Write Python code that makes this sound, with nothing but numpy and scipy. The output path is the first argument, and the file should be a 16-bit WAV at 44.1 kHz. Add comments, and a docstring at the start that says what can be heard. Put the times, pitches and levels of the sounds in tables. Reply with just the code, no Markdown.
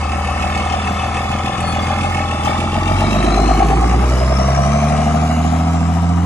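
"""A six-cylinder diesel truck rolls slowly past on a concrete road: hum of low engine orders, exhaust puffs,
combustion knock ringing the block, rattle, valve ticks, noise hiss and a turbo whine near 3.5 kHz.
Short chassis squeaks and clinks come at 1.6-2.5 s, one more clink at 4.1 s. From about 2.9 s the engine
pulls away under load: firing rate and whine climb, road-echo notches sweep up, and the level falls at the end.
A two-port phone microphone hears it directly and through scattering."""
import sys
import numpy as np
from scipy import signal
from scipy.fft import rfft, irfft, next_fast_len
from scipy.io import wavfile
from scipy.ndimage import uniform_filter1d

SR = 44100
rng = np.random.default_rng(int(sys.argv[2]) if len(sys.argv) > 2 else 0)


def dump_mix(stems):
    """Bounce the given channels to the path in sys.argv[1] as a 16-bit WAV at rate SR."""
    frames = np.atleast_2d(stems).T  # one column per channel
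    limited = np.clip(frames, -1, 1)  # hard clip at full scale
    pcm = np.round(limited * 32767).astype(np.int16)
    wavfile.write(sys.argv[1], SR, pcm)


def to_linear_factor(level_db):
    """Convert decibel levels (scalar or array-like) to linear amplitude factors."""
    exponent = np.asarray(level_db, float) / 20
    return 10 ** exponent


N = 275625
T = np.arange(N) / SR
SIZE = next_fast_len(N + SR // 4)
HZ = np.maximum(np.arange(SIZE // 2 + 1) * SR / SIZE, 1)
JITTER_S = .0003   # spread of the click timing

# Engine speed. Each row: time in seconds, firings per second.
FIRINGS_PER_S = [(0.0, 37.2), (0.15, 38.935), (0.75, 40.561), (1.2, 40.365), (1.35, 42.083), (1.8, 41.116),
                 (2.1, 44.534), (2.4, 39.877), (2.85, 44.307), (3.15, 50.28), (3.45, 51.558), (3.6, 53.012),
                 (4.05, 61.85), (4.5, 67.373), (4.8, 72.764), (5.25, 78.639), (5.55, 81.527),
                 (6.25, 86.526)]
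# Truck path. Each row: time in seconds, first notch of the road echo in Hz, firings by which the knock
# trails the exhaust (negative: leads), view (0 beside, 1 passing, 2 behind).
TRUCK_PATH = [(0, 133, -0.0037, 0), (1, 128, -0.0041, 0), (2.5, 142.8, 0.036, 0.19),
              (3.1, 158, -0.26, 0.57), (3.4, 176, -.38, 0.87), (3.95, 224, -.6, 1.09),
              (4.3, 270, -.75, 1.46), (4.7, 340, -0.89, 2.18), (5, 393, -1.02, 2.23),
              (6.25, 480, -0.9, 1.87)]
# Engine effort, falling with distance at the end. Each row: time in seconds, level in dB.
EFFORT_DB = [(0, 2), (.07, -2.5), (.54, 3.5), (1.51, -0.5), (1.95, 3.5), (2.39, -0.5), (2.49, 6.5),
             (2.68, -1), (3.1, 5.5), (3.5, 3.5), (3.88, 1.1), (4.21, 2), (4.49, 6), (5.01, 6.5), (5.64, 0),
             (6.0, -5.5), (6.25, -6.5)]
# Layers in the order puff, knock, rattle, clatter, hiss. Each row: level in dB beside, passing, behind,
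# share of the effort followed.
LAYER_LEVELS = [(-28, -20.5, -25.5, 0.18), (-26.5, -21.5, -25.5, 0.65), (-28, -27, -30.5, 0.38),
                (-31.5, -34, -40, 0.63), (-29.5, -30, -33.5, 0.56)]
# Cylinder strengths. Each row: relative knock in dB beside, passing, behind, relative exhaust puff in dB,
# relative valve tick in dB before the view evens it.
CYLINDER_STRENGTHS = [(-6, 0, 0, 0, -12), (-4.5, -11, -9, -5, -10), (-2.5, -8, -2, -4, -12),
                      (-8, -10, -6, -7, -1), (-3.5, -13, -9, -1, 0), (0, -2.5, -2, -6, -8)]
# Deeper knock by cylinder. Each row: relative level in dB beside, passing, behind.
DEEP_KNOCK_STRENGTHS = [(0, 0, 0), (-8, -11, -7), (-2.5, -9, -3.5), (-8, -13, -8), (-10, -13, -12),
                        (-2.5, -3, -1.5)]

# Hum orders. Each row: multiple of the firing rate, phase in radians, turns of phase slip as the truck passes.
HUM_ORDERS = [(1, -.2, 0), (1.5, .7, .35), (2, -.3, 1.1), (2.5, 1.8, .6), (3, 3, .95), (3.5, 2.5, 0),
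              (4, -2.6, 1.9), (4.5, 1.1, 2.2), (8 / 3, 0, 0), (17 / 6, 2.2, 0), (19 / 6, -2.5, 0)]
# Hum levels, rows as in HUM_ORDERS. Each row: level in dB beside, passing, behind, waver in dB (held to 0..3).
HUM_LEVELS = [(-38, -14.5, -19.5, 1.4), (-36, -40, -46, 3.5), (-23.5, -30, -24, 1.2),
              (-40.5, -38, -43, 4.5), (-28.5, -31.5, -22.5, 0.8), (-39.5, -37, -31.5, 2.5),
              (-38, -46.5, -47, 3.5), (-54, -40, -54, 0), (-53, -47, -47, 8), (-65, -62, -35, -4),
              (-40, -34.5, -38.5, 4)]
# Brief dips and swells of one order. Each row: middle in seconds, multiple of the firing rate,
# half-length to 1/e in seconds, change in dB.
HUM_CHANGES = [(1.536, 2, 0.048, -19.5), (1.65, 4, 0.23, 9), (2.24, 4, 0.45, 8), (4.75, 3, 0.24, 3.5),
               (2.3, 1.5, 0.02, 5), (2.9, 1, 0.12, 5), (2.96, 2, 0.13, 6), (3.2, 3, 0.076, 4),
               (4.2, 3, .12, -9), (4.2, 2, .15, 0), (3.08, 4.5, 0.23, 18), (0.25, 3, 1, -11.5),
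               (5.45, 3, 0.47, 1.5), (6.08, 3, 0.53, -3.5), (6, 3.5, 0.19, -9), (3.62, 1, 0.079, -0.5),
               (4.6, 3, 0.054, -17), (5.3, 1, 0.066, -1.5)]
# Exhaust puff spectrum. Each row: frequency in Hz, relative level in dB beside or behind, the same passing.
PUFF_SPECTRUM = [(28, -41, -39), (45, -17, -9), (110, -3, 0), (162, 0, -5.5), (207, 5, 2.5),
                 (268, -8.5, -2.5), (340, -5.5, -3.5), (420, -14, -7.5), (500, -13, -13.5), (925, -48, -42)]
# Exhaust growl swelling under load. Each row: time in seconds, added level in dB.
GROWL_DB = [(0, -1.4), (2.8, 0.5), (3.05, 3), (3.55, 1), (3.75, -1), (4.3, -1), (4.6, 2.1), (6.25, 1.5)]
# Block modes of the deeper knock. Each row: centre in Hz, width in Hz, relative level in dB beside,
# passing, behind.
DEEP_KNOCK_MODES = [(597.6, 66, -5, -2, -6.5), (692, 70, -1.5, 5, 11)]
# Block modes of the brighter knock. Columns as in DEEP_KNOCK_MODES.
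BRIGHT_KNOCK_MODES = [(759, 76, -0.5, 9, 0.5), (813, 70, -1.5, 5, -25)]
# Rattle resonances. Each row: centre in Hz, width in Hz, relative level in dB.
RATTLE_RESONANCES = [(1097, 214, 0.5), (1200, 113, 5.5), (1282, 97, 2)]
# Clatter resonances ahead of the behind view. Each row: centre in Hz, width in Hz, relative level in dB.
CLATTER_RESONANCES = [(1790, 120, 1), (2198, 69, 5), (4700, 130, -9)]
# Clatter resonances from behind. Each row: centre in Hz, width in Hz, relative level in dB.
CLATTER_BEHIND_RESONANCES = [(1580, 110, 4.5), (2000, 160, 5), (2280, 210, 0.5), (2920, 120, 1.5),
                             (3810, 76, -5.5)]
# Valve tick resonances. Each row: centre in Hz, width in Hz, relative level in dB.
TICK_RESONANCES = [(2604, 120, 4.5), (3052, 210, -4)]
# Resonances sliding in pitch, likely peaks of an echo comb as the truck passes. Each row: time in seconds,
# pitch factor of clatter, of knock.
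PITCH_SLIDE = [(0, 1.001, .99), (1.2, .999, .995), (1.7, .97, 1.001), (2.1, .99, 1.01), (2.5, 1.03, 1.03),
               (3, 1.04, 1.06), (3.4, 1.001, 1.001), (4.2, .999, .98), (5, 1.001, 1.01), (6.25, 1.01, 1.04)]
# Brief narrow rings, from about 1 to 6 kHz. Each row: middle in seconds, half-length to 1/e in seconds,
# centre in Hz, width in Hz of each of two stages, level in dB.
CLATTER_RINGS = [(3.048, .07, 4030, 90, -38), (3.35, 0.28, 6270, 180, -44), (4.45, .1, 6100, 250, -49),
                 (4.6, .25, 1080, 120, -34), (4.82, .1, 2330, 250, -39), (5.9, .3, 960, 50, -39),
                 (3.35, .3, 5280, 200, -46), (3.75, .2, 1100, 120, -35), (5.5, 0.23, 3890, 108, -53),
                 (5.35, .12, 2800, 60, -43)]
# Turbo whine. Each row: time in seconds, mean pitch in Hz, level in dB, share of power in a clean tone.
TURBO_WHINE = [(0, 3600, -50, .5), (.6, 3510, -41.5, 0.66), (1.2, 3497, -39.5, 0.6),
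               (1.8, 3420, -38.5, 0.55), (2.2, 3490, -40.5, 0.6), (2.45, 3510, -36.5, 0.75),
               (2.85, 3594, -40, 0.8), (2.95, 3660, -43, 0.6), (3.03, 3750, -41, 0.45),
               (3.15, 3860, -36, 0.5), (3.45, 4120, -35, 0.65), (3.7, 4300, -50, .7), (4.05, 4950, -51, .6),
               (4.2, 5060, -41, 0.55), (4.3, 5210, -39, .55), (4.42, 5530, -36, .55),
               (4.56, 5670, -35, 0.55), (4.66, 5830, -39, .6), (4.76, 6050, -38.5, 0.6),
               (4.95, 6300, -56, .5), (5.2, 6680, -46.5, .5), (5.45, 6840, -44.5, 0.56),
               (5.62, 7200, -48, .6), (5.8, 7440, -49, .6), (6.25, 7550, -60, .6)]
# Chassis squeaks. Each row: start in seconds, length in seconds, settled pitch in Hz, peak in dB,
# second partial in dB relative to the first.
CHASSIS_SQUEAKS = [(1.6, .15, 4400, -33, 1.5), (1.812, .035, 4760, -32, -30), (1.81, .045, 7380, -42, -30)]
# Metal clinks. 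Each row: start in seconds, main resonance in Hz, drive level in dB.
METAL_CLINKS = [(1.604, 9100, -16.5), (1.725, 6400, -25), (1.885, 7300, -27), (2.449, 6020, -16.5),
                (4.097, 5330, -20)]
# Hiss spectrum. Each row: frequency in Hz, relative density in dB.
HISS_SPECTRUM = [(300, 5), (900, 5.5), (1500, -16.5), (2100, -0.5), (3000, -6), (4200, -11.5), (4700, -10),
                 (5200, -7.5), (6200, -9.5), (7800, -13), (9600, -6.5), (12500, -39.5)]
# Scattering. Each row: frequency in Hz, scattered share of power.
SCATTERED_SHARE = [(60, 0), (200, .012), (400, .04), (800, .05), (1200, .22), (2500, .22), (5000, .35),
                   (9000, .18), (10000, 0)]
# Microphone ports. Each row: frequency in Hz, left phase lead in radians.
PORT_PHASE = [(30, .07), (120, .15), (400, .55), (700, 1.0), (1300, .6), (2400, 1.1), (3200, 2), (4000, .2),
              (5000, 3), (6500, 5.6), (7500, 7.2), (8500, 8.5), (9600, 10), (10500, 4 * np.pi)]
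# Port colour. Each row: frequency in Hz, left minus right in dB with the truck beside, with it behind.
PORT_BALANCE = [(60, 0, -.5), (200, -.5, -1.5), (360, -.5, -1), (640, 2, 2), (1170, 3, 4.5), (2110, 0, 1),
                (3820, 1, 3), (6000, 3, 8), (8500, -4, -1), (11000, 2, 2)]
# Overall spectrum, with a gap near 10 kHz and a narrow band near 11 kHz. Each row: frequency in Hz, gain in dB.
OVERALL_SPECTRUM = [(20, -21), (32, -13), (45, 1), (9600, 1.5), (9750, -50), (10700, -15.5), (11000, -1),
                    (11600, 2), (11900, -31), (12200, -86)]


def rms_one(x):
    """Scale to rms 1."""
    return x / np.sqrt(np.mean(x ** 2) + 1e-20)


def in_time(rows):
    """Columns of a table, one value a sample."""
    s, *columns = np.transpose(rows)
    return [np.interp(T, s, c) for c in columns]


def at_hz(points, column=1):
    """A table column on the spectrum grid, interpolated over log frequency."""
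    points = np.array(points)
    return np.interp(np.log(HZ), np.log(np.maximum(points[:, 0], 1)), points[:, column])


def by_view(view, row):
    """Blend the beside, passing and behind values of a row."""
    return np.interp(view, range(3), row[:3])


def shaped(x, response):
    """Filter by a response on the spectrum grid."""
    return irfft(rfft(x, SIZE) * response, SIZE)[..., :N]


def evened(x, seconds):
    """Divide out the slow level so that a level curve can be set."""
    return x / np.sqrt(uniform_filter1d(x ** 2, int(seconds * SR)) + 1e-20)


def waver():
    """Slow random curve, 2.43 knots a second, spread about 1."""
    knots_per_s = 2.43
    knots = rng.standard_normal(int(N / SR * knots_per_s) + 2)
    curve = np.interp(T * knots_per_s, np.arange(len(knots)), knots)
    return uniform_filter1d(curve, SR // 20) * 1.2


def swell(middle_s, half_length_s):
    """Bell in time, 1 at its middle."""
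    return np.exp(-((T - middle_s) / half_length_s) ** 2)


def resonances(x, modes):
    """Parallel two-pole resonators with alternating signs."""
    out = 0
    for k, (hz, width_hz, db) in enumerate(modes):
        r = np.exp(-np.pi * width_hz / SR)
        b = (1 - r * r) / 2 * np.array([1, 0, -1])
        a = [1, -2 * r * np.cos(2 * np.pi * hz / SR), r * r]
        out = out + (-1) ** k * to_linear_factor(db) * signal.lfilter(b, a, x)
    return out


def sliding(x, modes, factor):
    """Steep resonators whose centres follow a pitch factor: shift down, low-pass twice, shift back."""
    out = 0
    for k, (hz, width_hz, db) in enumerate(modes):
        r = np.exp(-1.55 * np.pi * width_hz / SR)   # 1.55: two stages narrow the band
        turn = np.exp(2j * np.pi * hz * np.cumsum(factor) / SR)
        low = signal.lfilter([(1 - r) ** 2], [1, -2 * r, r * r], x / turn)
        out = out + (-1) ** k * to_linear_factor(db) * 2 * (low * turn).imag
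    return out


def firings(count, strength_db, spread_db):
    """One click at each whole firing, a little early or late; strength_db is cylinders x samples."""
    at = np.flatnonzero(np.diff(np.floor(count)) > 0)
    cylinder = np.floor(count[at + 1]).astype(int) % 6
    level_chance, time_chance = rng.standard_normal((2, len(at)))
    place = np.clip(at + (JITTER_S * SR * time_chance).astype(int), 0, N - 1)
    clicks = np.zeros(N)
    clicks[place] = to_linear_factor(strength_db[cylinder, at] + spread_db * level_chance)
    return clicks


def burst(clicks, decay_s, rough, bed):
    """Clicks with decaying noise puffs over a steady noise bed; rough is the noise share of power."""
    r = np.exp(-1 / (decay_s * SR))
    gate = rms_one(signal.lfilter([1], [1, -r], clicks)) + bed
    noise = rms_one(gate * rng.standard_normal(N))
    return np.sqrt(1 - rough) * rms_one(clicks) + np.sqrt(rough) * noise


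def road_echo(x, notch_hz, gain, cut_hz):
    """The road sends a duller copy half a notch period later."""
    late = np.interp(T - .5 / notch_hz, T, x)
    return x + gain * signal.sosfilt(signal.butter(1, cut_hz, fs=SR, output="sos"), late)


def hum(count, trail, view):
    """Clean low orders; some slip in phase as the exhaust and the block trade places."""
    swing = (trail[0] - trail) / (trail[0] - trail[-1])
    out = 0
    for row, (order, phase, turns) in zip(HUM_LEVELS, HUM_ORDERS):
        db = by_view(view, row) + np.clip(row[3], 0, 3) * waver()
        for middle_s, which, half_length_s, change_db in HUM_CHANGES:
            if which == order:
                db = db + change_db * swell(middle_s, half_length_s)
        tone = np.cos(2 * np.pi * (order * count + turns * swing) + phase)
        out = out + np.sqrt(2) * to_linear_factor(db) * tone
    return out


def exhaust_puffs(count, notch_hz, view, puff_strength_db):
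    """Each firing puffs gas out of the exhaust: click plus noise, coloured by view."""
    clicks = firings(count, puff_strength_db[:, None] * np.ones((1, N)), spread_db=1.0)
    rough, bed = by_view(view, (.33, .5, .18)), by_view(view, (1.8, 4, 1.8))
    puffs = burst(clicks, decay_s=.008, rough=rough, bed=bed)
    passing = 1 - np.abs(view - 1)
    aside = shaped(puffs, to_linear_factor(at_hz(PUFF_SPECTRUM)))
    near = shaped(puffs, to_linear_factor(at_hz(PUFF_SPECTRUM, column=2)))
    puffs = (1 - passing) * aside + passing * near
    return road_echo(puffs, notch_hz, gain=0.38, cut_hz=1340)


def ring_block(clicks, modes, view, factor):
    """Combustion blows ring the modes of the block."""
    blows = burst(clicks, decay_s=.003, rough=.06, bed=3.0)
    out = 0
    for k, (hz, width_hz, *view_db) in enumerate(modes):
        ring = sliding(blows, [(hz, width_hz, 0)], factor)
        out = out + (-1) ** k * to_linear_factor(by_view(view, view_db)) * ring
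    return out


def knock(block_count, notch_hz, view, bright_db, factor):
    """Two combustion blows per firing, the brighter first, each ringing its own block modes."""
    lead_firings = 0.1216
    early_view = np.maximum(view, np.minimum(4 * view, 1))   # deeper pattern reaches passing sooner
    deep_db = np.array([by_view(early_view, row) for row in DEEP_KNOCK_STRENGTHS])
    deep_clicks = firings(block_count, deep_db, spread_db=.8)
    bright_clicks = firings(block_count + lead_firings, bright_db, spread_db=.8)
    deep = ring_block(deep_clicks, DEEP_KNOCK_MODES, view, factor)
    bright = ring_block(bright_clicks, BRIGHT_KNOCK_MODES, view, factor)
    return road_echo(deep + bright, notch_hz, gain=.95, cut_hz=6000)


def rattle(taps, notch_hz, view):
    """Taps of pistons and gears ring low metal resonances."""
    noise = burst(taps, decay_s=.008, rough=.85, bed=by_view(view, (3.5, 2, 2.5)))
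    return road_echo(resonances(noise, RATTLE_RESONANCES), notch_hz, gain=0.42, cut_hz=290)


def clatter(rap, ticks, behind, factor):
    """Taps and valve ticks ring bright resonances; another set takes over from behind."""
    tick_noise = burst(ticks, decay_s=.012, rough=.85, bed=.8)
    valves = sliding(tick_noise, TICK_RESONANCES, factor)
    ahead = sliding(rap, CLATTER_RESONANCES, factor) + valves
    return (1 - behind) * ahead + behind * resonances(rap, CLATTER_BEHIND_RESONANCES)


def rings(rap):
    """The clatter briefly finds a narrow resonance."""
    out = 0
    for middle_s, half_length_s, hz, width_hz, db in CLATTER_RINGS:
        mode = [(hz, width_hz, 0)]
        ring = rms_one(resonances(resonances(rap, mode), mode))
        out = out + to_linear_factor(db) * swell(middle_s, half_length_s) * ring
    return out


def turbo(block_count):
    """A whistle, part clean and part noisy, that swells and bends once per firing, in step with the knock."""
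    hz, db, clean = in_time(TURBO_WHINE)
    clean = np.clip(clean, 0, 1)
    low_pass = signal.butter(2, 130., fs=SR, output="sos")
    real, imag = signal.sosfilt(low_pass, rng.standard_normal((2, N)))
    wobble = rms_one(real) + 1j * rms_one(imag)
    pulse = 2 * np.pi * block_count - 2.75
    pulse_index = np.round(pulse / (2 * np.pi)).astype(int)
    each_db = 1.5 * rng.standard_normal(int(block_count[-1]) + 2)[pulse_index]
    turn = np.exp(2j * np.pi * np.cumsum(hz * (1 + .009 * np.sin(pulse))) / SR)
    line = (np.sqrt(2 * clean) + np.sqrt(1 - clean) * wobble) * turn
    pulse_db = 5.5 * np.cos(pulse) + uniform_filter1d(each_db, SR // 300)
    return to_linear_factor(db) * rms_one(line.real * to_linear_factor(pulse_db))


def chassis():
    """Short squeaks of a rubbing joint, starting sharp and peaking late, and small metal clinks."""
    sharp_share, lateness = .02, 1.5
    out = np.zeros(N)
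    for start_s, length_s, hz, db, second_db in CHASSIS_SQUEAKS:
        done = np.clip((T - start_s) / length_s, 0, 1)
        rise = np.sin(np.pi * done ** lateness)
        phase = 2 * np.pi * np.cumsum(hz * (1 + sharp_share * (1 - done) ** 3)) / SR
        second = to_linear_factor(second_db) * rise ** 2 * np.sin(2 * phase)
        out += to_linear_factor(db) * rise * (np.sin(phase) + second)
    for start_s, hz, db in METAL_CLINKS:
        decay = (T > start_s) * np.exp(-np.maximum(T - start_s, 0) / 0.0075)
        noise = decay * rng.standard_normal(N)
        out += to_linear_factor(db) * resonances(noise, [(hz, 1500, 0), (hz * 0.81, 900, -6)])
    return out


def hiss(ticks, notch_hz):
    """Fan and road noise over a steady bed, puffing with the valve ticks."""
    noise = burst(ticks, decay_s=.011, rough=.97, bed=2.0)
    noise = shaped(noise, to_linear_factor(at_hz(HISS_SPECTRUM)))
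    return road_echo(noise, notch_hz, gain=0.16, cut_hz=410)


def scattered(x, decay_s):
    """Walls and kerbs return a short, changing tail, in opposite phase at the ports; only its phase is used."""
    frames = signal.stft(x, nperseg=4096)[2]
    tails = rng.standard_normal((1024, frames.shape[1])) * np.exp(-T[:1024, None] / decay_s)
    turns = rfft(uniform_filter1d(tails, size=2, axis=1), 4096, axis=0)
    tail = signal.istft(frames * turns / np.abs(turns), nperseg=4096)[1][:N]
    return tail * [[1], [-1]]


def scene():
    """The truck as one source, heard directly and scattered by its surroundings, plus the chassis."""
    count = np.cumsum(in_time(FIRINGS_PER_S)[0]) / SR
    notch_hz, trail, view = in_time(TRUCK_PATH)
    block_count = count - trail
    behind = np.clip(view - .5, 0, 1)
    clatter_slide, knock_slide = in_time(PITCH_SLIDE)
    effort_db, growl_db = in_time(EFFORT_DB)[0], in_time(GROWL_DB)[0]
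    layer_db = [by_view(view, row) + row[3] * effort_db for row in LAYER_LEVELS]
    puff_db, knock_db, rattle_db, clatter_db, hiss_db = layer_db

    *knock_by_view, puff_strength, tick_strength = np.transpose(CYLINDER_STRENGTHS)
    bright_db = np.array([by_view(view, row) for row in np.transpose(knock_by_view)])
    taps = firings(block_count - .4, bright_db / 3, spread_db=2.5)   # pistons and gears follow each knock
    ticks = firings(block_count - .5, tick_strength[:, None] * (1 - .7 * behind), spread_db=2.0)
    rap = burst(taps + ticks, decay_s=.005, rough=.75, bed=1.5)

    puffs = exhaust_puffs(count, notch_hz, view, puff_strength)
    knocks = knock(block_count, notch_hz, view, bright_db, knock_slide)
    truck = hum(count, trail, view)
    truck = truck + to_linear_factor(puff_db + growl_db) * evened(puffs, seconds=0.96)
    truck = truck + to_linear_factor(knock_db) * evened(knocks, seconds=0.77)
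    truck = truck + to_linear_factor(rattle_db) * evened(rattle(taps, notch_hz, view), seconds=0.1)
    truck = truck + to_linear_factor(clatter_db) * evened(clatter(rap, ticks, behind, clatter_slide), seconds=0.9)
    truck = truck + rings(rap) + turbo(block_count)
    truck = truck + to_linear_factor(hiss_db) * rms_one(hiss(ticks, notch_hz))

    share = np.clip(at_hz(SCATTERED_SHARE), 0, 1)
    direct = shaped(truck, np.sqrt(1 - share))
    diffuse = shaped(scattered(truck, decay_s=.003), np.sqrt(share))
    return direct + diffuse + chassis()


def ports(dry):
    """Each port has its phase and colour; the colour changes as the phone turns after the truck."""
    side = np.array([[.5], [-.5]])
    phase = np.exp(1j * side * at_hz(PORT_PHASE))
    beside = shaped(dry, phase * to_linear_factor(side * at_hz(PORT_BALANCE, column=1)))
    behind = shaped(dry, phase * to_linear_factor(side * at_hz(PORT_BALANCE, column=2)))
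    turned = np.clip((T - 2.6) / .5, 0, 1)
    return (1 - turned) * beside + turned * behind


def spectrum_with_flicker(x):
    """Overall spectrum; the band above 10.2 kHz flickers."""
    gain = to_linear_factor(at_hz(OVERALL_SPECTRUM))
    flutter = signal.sosfilt(signal.butter(2, 14., fs=SR, output="sos"), rng.standard_normal(N))
    flicker = np.clip(rms_one(flutter) + .6, .08, 1.7)
    return shaped(x, (HZ <= 10200) * gain) + shaped(x, (HZ > 10200) * gain) * flicker


def top_cut(x):
    """Nothing passes above the cut-off."""
    return signal.sosfilt(signal.butter(12, 13130, fs=SR, output="sos"), x)


def record(dry):
    """Two-port microphone: port differences, rounded peaks, then the overall spectrum."""
    x = ports(dry)
    x = .93 * np.tanh(x / .93)
    mix = spectrum_with_flicker(x)
    return top_cut(mix)


dry = scene()
out = record(dry)
dump_mix(out)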